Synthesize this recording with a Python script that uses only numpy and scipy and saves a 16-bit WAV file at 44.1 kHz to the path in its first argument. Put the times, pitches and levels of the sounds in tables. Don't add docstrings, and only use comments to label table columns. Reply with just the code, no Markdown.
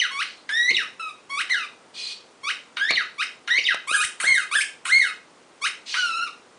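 import sys
import numpy as np
from scipy import signal
from scipy.fft import rfft, irfft, next_fast_len
from scipy.io import wavfile
from scipy.ndimage import uniform_filter1d, minimum_filter1d

SR = 44100
rng = np.random.default_rng(int(sys.argv[2]) if len(sys.argv) > 2 else 0)


def put_to_file(sound):
    columns = np.atleast_2d(sound).T
    safe = np.clip(columns, -1, 1)
    whole_steps = np.round(safe * 32767)
    wavfile.write(sys.argv[1], SR, whole_steps.astype(np.int16))


def attenuation_scalar(level_db):
    decades = np.asarray(level_db, float) / 20
    return 10 ** decades


N = 290178

# (start [s], end [s], rest pitch [Hz], level [dB], jet [dB])
FLICKS = [
    (0.105, 0.231, 1099, -29, -52.5),
    (1.294, 1.419, 1112, -28.5, -51),
    (2.431, 2.514, 1112, -29.5, -51.5),
    (3.179, 3.236, 1116, -28.5, -50),
    (5.613, 5.676, 1089, -27, -45),
]
FLICK_TOP_HZ, FLICK_RUN_S, FLICK_RISE_DB, FLICK_GROW_S = 3357, .015, 9, .026
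SCOOP, SCOOP_DB, SCOOP_S = .1, -14, .006
# (time [s], reed [Hz], level [dB])
CLIMBS = [
    [],
    [(.49, 1396, -25), (.505, 1724, -29), (.54, 1768, -18), (.58, 1906, -20.5), (.63, 1917, -22.5),
     (.68, 1992, -21), (.705, 2173, -13.5), (.715, 3643, -34), (.725, 4595, -38.5)],
    [(2.768, 1293, -32.5), (2.785, 1325, -39), (2.8, 1566, -24), (2.84, 1694, -19.5), (2.885, 1856, -24),
     (2.909, 2420, -15), (2.914, 4743, -30.5), (2.932, 4310, -28.5), (2.953, 4100, -38.5)],
    [(3.475, 1292, -33.5), (3.495, 1560, -27.5), (3.51, 1885, -15.5), (3.535, 1985, -23),
     (3.565, 2125, -20.5), (3.583, 2267, -14), (3.596, 3493, -22.5), (3.602, 6260, -51), (3.64, 5586, -40)],
]
# (time from drop [s], reed [Hz], level [dB])
DROP_SHAPE = [(-.023, 3900, -21.5), (-.015, 3730, 2), (-.008, 3480, -8), (0, 3010, 3), (.007, 2507, -4.5),
              (.014, 2046, 2), (.036, 1682, -3.5), (.055, 1360, -8), (.074, 1170, -17)]
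# (time [s], level [dB], jet [dB], pop at stroke start [1])
DROPS = [
    (.002, -21, -49, 0.0069),
    (.765, -23, -52, 0.9),
    (2.959, -21, -59, 2.2),
    (3.67, -19, -53, 1.5),
]
# (time [s], reed [Hz], level [dB])
SWELLS = [
    [(4.2, 1195, -29.5), (4.222, 1128, -36.5), (4.24, 1592, -20), (4.263, 2039, -26.5), (4.28, 2161, -10),
     (4.31, 2126, -15.5)],
    [(4.852, 1066, -30), (4.875, 1157, -33), (4.9, 1608, -20), (4.915, 1980, -23), (4.93, 2127, -8.5),
     (4.975, 2177, -13)],
]
# (time after release [s], share of pitch [1], level [dB])
SINK = [(0, 0.98, 0.5), (.022, .875, 2), (.043, .73, 0), (.07, .63, -13.5), (.093, .59, -9)]
# (time [s], reed [Hz], level [dB], jet [dB], jet change over the stroke [dB])
RELEASES = [
    (4.345, 2047, -22.5, -32, -12),
    (5.01, 2093, -22, -31, -14),
]
# (time [s], reed [Hz], level [dB])
WOBBLES = [
    [(.995, 1292, -31), (1.005, 1344, -27.5), (1.04, 1279, -33.5), (1.08, 1262, -35), (1.105, 1158, -38.5),
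     (1.13, 1290, -71)],
    [(1.495, 1743, -34), (1.512, 2168, -18.5), (1.535, 1874, -21), (1.555, 1557, -25), (1.59, 1366, -29),
     (1.625, 1245, -36), (1.655, 1153, -35)],
    [(3.872, 1036, -30.5), (3.89, 1178, -25), (3.92, 1339, -27), (3.947, 1699, -17.5), (3.972, 1230, -32.5),
     (4.002, 1225, -21.5), (4.025, 1553, -25), (4.04, 1918, -23), (4.052, 3445, -27)],
    [(4.512, 1068, -24), (4.535, 1301, -27), (4.55, 1580, -22.5), (4.562, 1761, -10.5),
     (4.575, 1705, -24.5), (4.59, 1555, -18), (4.602, 1733, -40.5), (4.612, 2300, -14.5),
     (4.623, 3394, -25)],
    [(5.94, 1186, -36.5), (5.975, 1535, -21), (6.07, 1378, -24.5), (6.145, 1292, -28.5),
     (6.175, 1388, -24.5), (6.2, 1317, -24.5), (6.225, 1433, -24.5), (6.265, 1308, -35.5),
     (6.285, 1110, -31.5)],
]
# (jet [dB], jet change over the stroke [dB], pop at start [1])
WOBBLE_FLOW = [
    (-53, -7, 0.049),
    (-50.5, -7.5, .95),
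    (-38.5, 8, 0.041),
    (-39.5, 5.5, 0.062),
    (-49, -8.5, 2.5),
]
# (overtones [dB], roll-off [dB per partial])
VOICES = [(0, -0.5), (0, -1.1), (2, -0.1), (2, -1.2), (1.5, 0.9), (1, -5.5), (-0.5, 0), (-0.5, -1.5),
          (-0.5, -1), (-3, -2.5), (-2.5, -1.7), (-4.5, -2.5), (0.6, -2), (-1, -2.4), (0.5, -1.7),
          (-2.5, 0.1)]
GLINT_DB = [0.5, 2.5, -1, -0.5, 2.5, -2.5, -0.5, 3.5, -1, 1.5, -4, -2.5, -1, 3, 4.5, 1]

# (start [s], end [s], half-line re first partial [dB])
DOUBLING = [
    (4.275, 4.35, -21),
    (4.93, 6.9, -34),
    (3.53, 3.58, -18.5),
]
# (reed [Hz], level [dB])
SECOND = [(1000, -14), (1120, -4), (1280, 4), (1550, -10), (1900, -11), (2150, -14), (3300, -11.5),
          (4500, -36)]
# (frequency [Hz], level [dB])
PARTIALS = [(1500, -12), (2500, 6.5), (3500, -2.5), (4500, -8), (6000, -5.5), (7500, -29.5), (9000, -27),
            (11000, -28)]
# (frequency [Hz], level [dB])
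BEAM = [(3500, -35), (5500, -14), (7500, -5.5), (9500, 1.5), (12000, -11.5)]
# (frequency [Hz], share [0-1])
RASP = [(1500, .08), (3500, .2), (5500, .55), (9000, .8)]
# (frequency [Hz], width [Hz], level [dB])
BODY = [(1580, 230, 0.5), (2076, 240, 3), (3068, 250, 3.5), (3750, 190, 7.5), (4220, 320, 3.5)]
KICK_S, SAG, SAG_S, PUFF_DB = .003, .13, .013, -27

# (frequency [Hz], level [dB per Hz])
JET = [(600, -35), (1200, 1.5), (2500, 14), (4500, -1.5), (6000, -4.5), (7500, 5.5), (9000, 8),
       (11000, -12.5)]
# (reed [Hz], level [dB])
FLOW = [(1100, -2.5), (1500, 1), (2200, 3.5), (3300, 9), (4500, -7)]
# (reed [Hz], level [dB])
SHINE = [(1100, 3), (1500, 2.5), (2200, -2.5), (3400, -2)]
JET_POP_DB, JET_POP_S, JET_LAG_S = 9.5, .02, .0078
# (start [s], hold until [s], level [dB], fade [dB/s], share off the tube resonances [0-1])
AIR = [
    (0.205, 0.27, -46, 105, 0.3),
    (1.935, 2.12, -35.5, 496, 0.36),
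    (5.855, 5.992, -34, 126, 0.8),
]
# (frequency [Hz], width [Hz], level [dB])
TUBE = [(2477, 11, 1), (3350, 140, -5.5), (4130, 6.7, 8.5), (4530, 30, 0.5), (5020, 12, -7.5),
        (7300, 19, -31.5)]

# (time [s], peak [dB], ring [Hz], crack re peak [dB], hallway send [dB])
KNOCKS = [
    (0.705, -39.5, 396, 11.5, 11),
    (2.907, -26.5, 420, 16, -3.5),
    (3.586, -35.5, 495, -18, -3.5),
    (3.745, -29, 840, 10.5, -10),
    (3.914, -32.5, 535, -4, -8.5),
    (4.24, -29.5, 740, -9, -4),
    (4.305, -39.5, 740, -16, -13),
    (4.554, -35.5, 690, -24, -12),
]
# (time [s], peak [dB])
WIND_PUFFS = [
    (3.587, -79),
    (4.047, -47.5),
    (4.305, -50),
    (4.379, -54),
    (4.93, -52),
    (4.981, -51),
]

# (frequency [Hz], time [s])
HALL_T60 = [(200, 0.47), (1000, 0.28), (3000, 0.34), (6000, 0.37), (10000, .25)]
# (delay [s], level [dB])
ECHOES = [
    (.0031, -11),
    (.0058, -17.5),
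    (.0094, -12),
    (0.0134, -11.5),
]
# (frequency [Hz], level [dB per Hz])
HISS = [(18, -60), (30, -33.5), (218, -8), (253, -5), (279, -7), (467, -4), (554, -7), (841, -8.5),
        (1210, -8), (1750, -14), (1940, -14), (9760, -25.5), (10500, -32.5), (13600, -75), (22000, -120)]
# (frequency [Hz], level [dB])
ROUNDING = [(500, -18), (2500, -11), (4500, -1), (7000, 2.5), (10500, 2.5)]


def flick(start, end, rest_hz, db):
    t = np.linspace(start, end, num=60)
    scoop = np.exp((start - t) / SCOOP_S)
    run = np.exp((t - end) / FLICK_RUN_S)
    hz = rest_hz * (1 - SCOOP * scoop) * (FLICK_TOP_HZ / rest_hz) ** run
    level = db + SCOOP_DB * scoop + FLICK_RISE_DB * np.exp((t - end) / FLICK_GROW_S)
    return np.transpose([t, hz, level])


def placed(shape, s, hz, db):
    return [(s + a, hz * b, db + c) for a, b, c in shape]


def joined(first, then):
    return first + [row for row in then if not first or row[0] > first[-1][0]]


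def strokes():
    all_strokes = []
    for start, end, hz, db, jet_db in FLICKS:
        all_strokes.append((flick(start, end, hz, db), jet_db, 6, .055))
    for climb, (s, db, jet_db, pop) in zip(CLIMBS, DROPS):
        all_strokes.append((joined(climb, placed(DROP_SHAPE, s, 1, db)), jet_db, -4.5, pop))
    for swell, (s, hz, db, jet_db, turn_db) in zip(SWELLS, RELEASES):
        all_strokes.append((joined(swell, placed(SINK, s, hz, db)), jet_db, turn_db, 1.6))
    for rows, flow in zip(WOBBLES, WOBBLE_FLOW):
        all_strokes.append((rows, *flow))
    return all_strokes


def reed(beam):
    tone = np.zeros(N)
    waver, flutter = walk(90), walk(160)
    puff = unit(band(band(rng.standard_normal(N), 950, 2800), 1000, 4500))
    grit = walk(260) / np.sqrt(2)
    t = np.arange(N) / SR
    half = sum(attenuation_scalar(db) * np.clip(np.minimum(t - a, b - t) / .0023, 0, 1) for a, b, db in DOUBLING)
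    for (table, _, _, kick), (over_db, roll_db) in zip(strokes(), VOICES):
        i, fade, (hz, db) = stroke(table)
        second_db = on_log(SECOND, hz) + over_db
        age = (i - i[0]) / SR
        unrest = .002 * (1 + (hz / 2300) ** 4)
        start_bend = np.exp(-age / KICK_S) - SAG * np.exp(-age / SAG_S)
        hz = hz * (1 + kick * start_bend) * (1 + unrest * waver[i])
        collapse = np.clip(-np.gradient(np.log(hz)) * SR / 16, 0, 1) * (age > .02)
        collapse = uniform_filter1d(collapse, 200)
        second_db = second_db - 4.8 * collapse
        phase = 2 * np.pi * np.cumsum(hz) / SR
        gain = np.sqrt(2) * attenuation_scalar(db - 3.0)
        wave = gain * (np.sin(phase) + half[i] * (.5 * np.sin(phase / 2) + np.sin(3 * phase / 2)))
        for k in range(2, 11):
            colour_db = on_log(PARTIALS, k * hz) - on_log(PARTIALS, 2 * hz)
            odd_db = -1.5 * (k % 2)
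            body = gain * attenuation_scalar(second_db + odd_db + roll_db * (k - 2.5) + colour_db)
            top = beam[i] * np.sqrt(hz / 1500) * attenuation_scalar(on_log(BEAM, k * hz))
            rasp = on_log(RASP, k * hz) * np.clip(hz / 1800, .4, 1)
            rasp = np.minimum(rasp + .65 * collapse, .95)
            clean = np.sqrt(1 - rasp ** 2)
            sway = np.roll(grit, 5000 * k)[i]
            shake = np.roll(grit, 7000 * k + 900)[i]
            angle = k * phase + k * k
            ring = (clean + rasp * sway) * np.sin(angle) + rasp * shake * np.cos(angle)
            wave += (body + top) * (k * hz < .3 * SR) * ring
        flutter_db = .6 + 5 * collapse + 4 * np.clip(hz / 1000 - 2.4, 0, 1)
        wave *= attenuation_scalar(flutter_db * flutter[i])
        tone[i] += fade * (wave + kick * attenuation_scalar(PUFF_DB) * np.exp(-age / .011) * puff[i])
    return tone


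def hollow(x):
    rings = sum(attenuation_scalar(db) * signal.lfilter(*signal.iirpeak(hz, hz / width, SR), x) for hz, width, db in BODY)
    return attenuation_scalar(-5.0) * (x + rings)


def jet_level():
    jet, beam = np.zeros(N), np.zeros(N)
    for (table, db, turn_db, pop), glint_db in zip(strokes(), GLINT_DB):
        i, fade, (hz, _) = stroke([*table, (table[-1][0] + JET_LAG_S, *table[-1][1:])])
        burst_db = JET_POP_DB * min(pop, 1) * np.exp((i[0] - i) / SR / JET_POP_S)
        jet[i] = fade * attenuation_scalar(db + np.linspace(0, turn_db, len(i)) + on_log(FLOW, hz) + burst_db)
        beam[i] = jet[i] * attenuation_scalar(on_log(SHINE, hz) + glint_db - burst_db)
    return jet, beam


def nozzle(jet):
    rush = coloured(lambda hz: attenuation_scalar(on_log(JET, hz)))
    dull = signal.sosfiltfilt(signal.butter(2, 5000, fs=SR, output="sos"), rush)
    flicker = attenuation_scalar(-3.0 + 2.1 * walk(52))
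    return jet * flicker * (rush - dull + dull / (1 + jet / attenuation_scalar(-41)))


def tube_gain(hz):
    power = sum(attenuation_scalar(db) ** 2 / (1 + ((hz - f) / (1.7 * w)) ** 2) for f, w, db in TUBE)
    return np.sqrt(power) * hz ** 2 / (hz ** 2 + 1900 ** 2)


def air():
    tube = coloured(tube_gain)
    edge = unit(band(rng.standard_normal(N), 5800, 9200))
    broad = unit(band(band(rng.standard_normal(N), 1700, 6200), 2200, 6200))
    out = np.zeros(N)
    for s, until, top_db, fade_db_s, share in AIR:
        swell = [(s, top_db - 10), (s + .05, top_db), (until, top_db), (until + .19, top_db - .21 * fade_db_s)]
        i, fade, (db,) = stroke(swell, fade_s=.0098)
        breath = np.sqrt(1 - min(share, 1) ** 2) * tube[i] + share * broad[i] + attenuation_scalar(-16) * edge[i]
        out[i] = fade * attenuation_scalar(db) * breath
    return out


def knocks():
    near, send = np.zeros(N), np.zeros(N)
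    t = np.arange(int(.03 * SR)) / SR
    cracks = band(rng.standard_normal((len(KNOCKS), len(t))), 320, 5000)
    for (s, db, hz, crack_db, hall_db), crack in zip(KNOCKS, cracks):
        swing = np.sin(2 * np.pi * hz * t) * np.exp(-t * hz / .7)
        pop = attenuation_scalar(db) * (-3 * swing + attenuation_scalar(crack_db) * crack * np.exp(-t / .0036))
        i = int(s * SR)
        near[i:i + len(t)] += pop
        send[i:i + len(t)] += attenuation_scalar(hall_db) * pop
    return band(near, 170, 13000), band(send, 140, 3900)


def wind_puffs():
    out = np.zeros(N)
    bump = np.hanning(int(.0048 * SR))
    for s, db in WIND_PUFFS:
        i = int(s * SR)
        out[i:i + len(bump)] += attenuation_scalar(db + 6.0) * bump
    return band(out, 22, 300)


def hallway(x):
    t = np.arange(int(.6 * SR)) / SR
    tail = np.zeros(len(t))
    for hz in 110 * 2 ** np.arange(0, 7, .5):
        part = unit(band(rng.standard_normal(len(t)), hz / 2 ** .25, hz * 2 ** .25))
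        tail += np.sqrt(hz) * part * np.exp(-np.log(1000) * t / on_log(HALL_T60, hz))
    tail *= np.clip(t / .0023, 0, 1)
    tail *= attenuation_scalar(-5) / np.sqrt(np.sum(tail ** 2))
    for s, db in ECHOES:
        tail[int(s * SR)] += attenuation_scalar(db)
    return signal.fftconvolve(x, tail)[:N]


def camera_hiss():
    return attenuation_scalar(-53) * coloured(lambda hz: attenuation_scalar(on_log(HISS, hz)))


def on_log(table, hz):
    f, v = np.transpose(table)
    return np.interp(np.log(np.maximum(hz, 1)), np.log(f), v)


def unit(x):
    return x / np.sqrt(np.mean(x ** 2))


def coloured(gain):
    size = next_fast_len(N)
    hz = np.arange(size // 2 + 1) * SR / size
    return unit(irfft(rfft(rng.standard_normal(size)) * gain(hz), size)[:N])


def walk(rate):
    return coloured(lambda hz: 1 / (1 + (hz / rate) ** 4))


def band(x, lo_hz, hi_hz):
    return signal.sosfilt(signal.butter(2, [lo_hz, hi_hz], "bandpass", fs=SR, output="sos"), x)


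def stroke(table, fade_s=.0027):
    s, *columns = np.transpose(table)
    i = np.arange(max(int(s[0] * SR), 0), min(int(s[-1] * SR), N))
    t = i / SR
    fade = np.clip(np.minimum(t - s[0] + (s[0] <= 0), s[-1] - t) / fade_s, 0, 1)
    return i, fade, [np.interp(t, s, c) for c in columns]


def scene():
    jet, beam = jet_level()
    toy = hollow(reed(beam)) + nozzle(jet) + air()
    near, send = knocks()
    return (toy + near + wind_puffs() + hallway(toy + send) + camera_hiss())[None]


def limiter(x, top_db=-9, hold_s=.003):
    size = int(hold_s * SR)
    peak = uniform_filter1d(-minimum_filter1d(-np.abs(x), size), size)
    return x * np.minimum(1, attenuation_scalar(top_db) / (peak + 1e-9)) ** .7


def coarse_rounding(x, size=256, group=8):
    n, k = np.arange(2 * size), np.arange(size // 2)
    window = np.sqrt(2 / size) * np.sin(np.pi * (n + .5) / (2 * size))
    basis = window * np.cos(np.pi / size * np.outer(k + .5, n + .5 + size / 2))
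    count = N // size + 2
    padded = np.pad(x, (size, (count + 1) * size - N - size))
    lines = np.lib.stride_tricks.sliding_window_view(padded, 2 * size)[::size] @ basis.T
    power = np.mean(lines.reshape(len(lines), -1, group) ** 2, axis=2) + 1e-18
    loud_db = 10 * np.log10(power.mean(axis=1))
    attack_db = np.clip(.3 * (np.roll(loud_db, -3) - loud_db), 0, 7)
    need_db = .12 * (loud_db + 50) + attack_db
    luck_db = 4 * rng.standard_normal(power.shape)
    step = np.repeat(np.sqrt(power) * attenuation_scalar(need_db[:, None] + luck_db), group, axis=1)
    step = step * attenuation_scalar(on_log(ROUNDING, k * SR / (2 * size)))
    frames = (np.round(lines / step) * step) @ basis
    out = np.zeros((len(lines) + 1, size))
    out[:-1] += frames[:, :size]
    out[1:] += frames[:, size:]
    return out.ravel()[size:size + N]


def top_cut(x):
    return signal.sosfilt(signal.butter(12, 10790, fs=SR, output="sos"), x)


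def record(dry):
    rounded = coarse_rounding(limiter(dry[0]))
    low_pass = signal.ellip(10, .3, 80, 9950, fs=SR, output="sos")
    narrow = signal.sosfilt(low_pass, rounded)
    return top_cut(narrow[None])


dry = scene()
out = record(dry)
put_to_file(out)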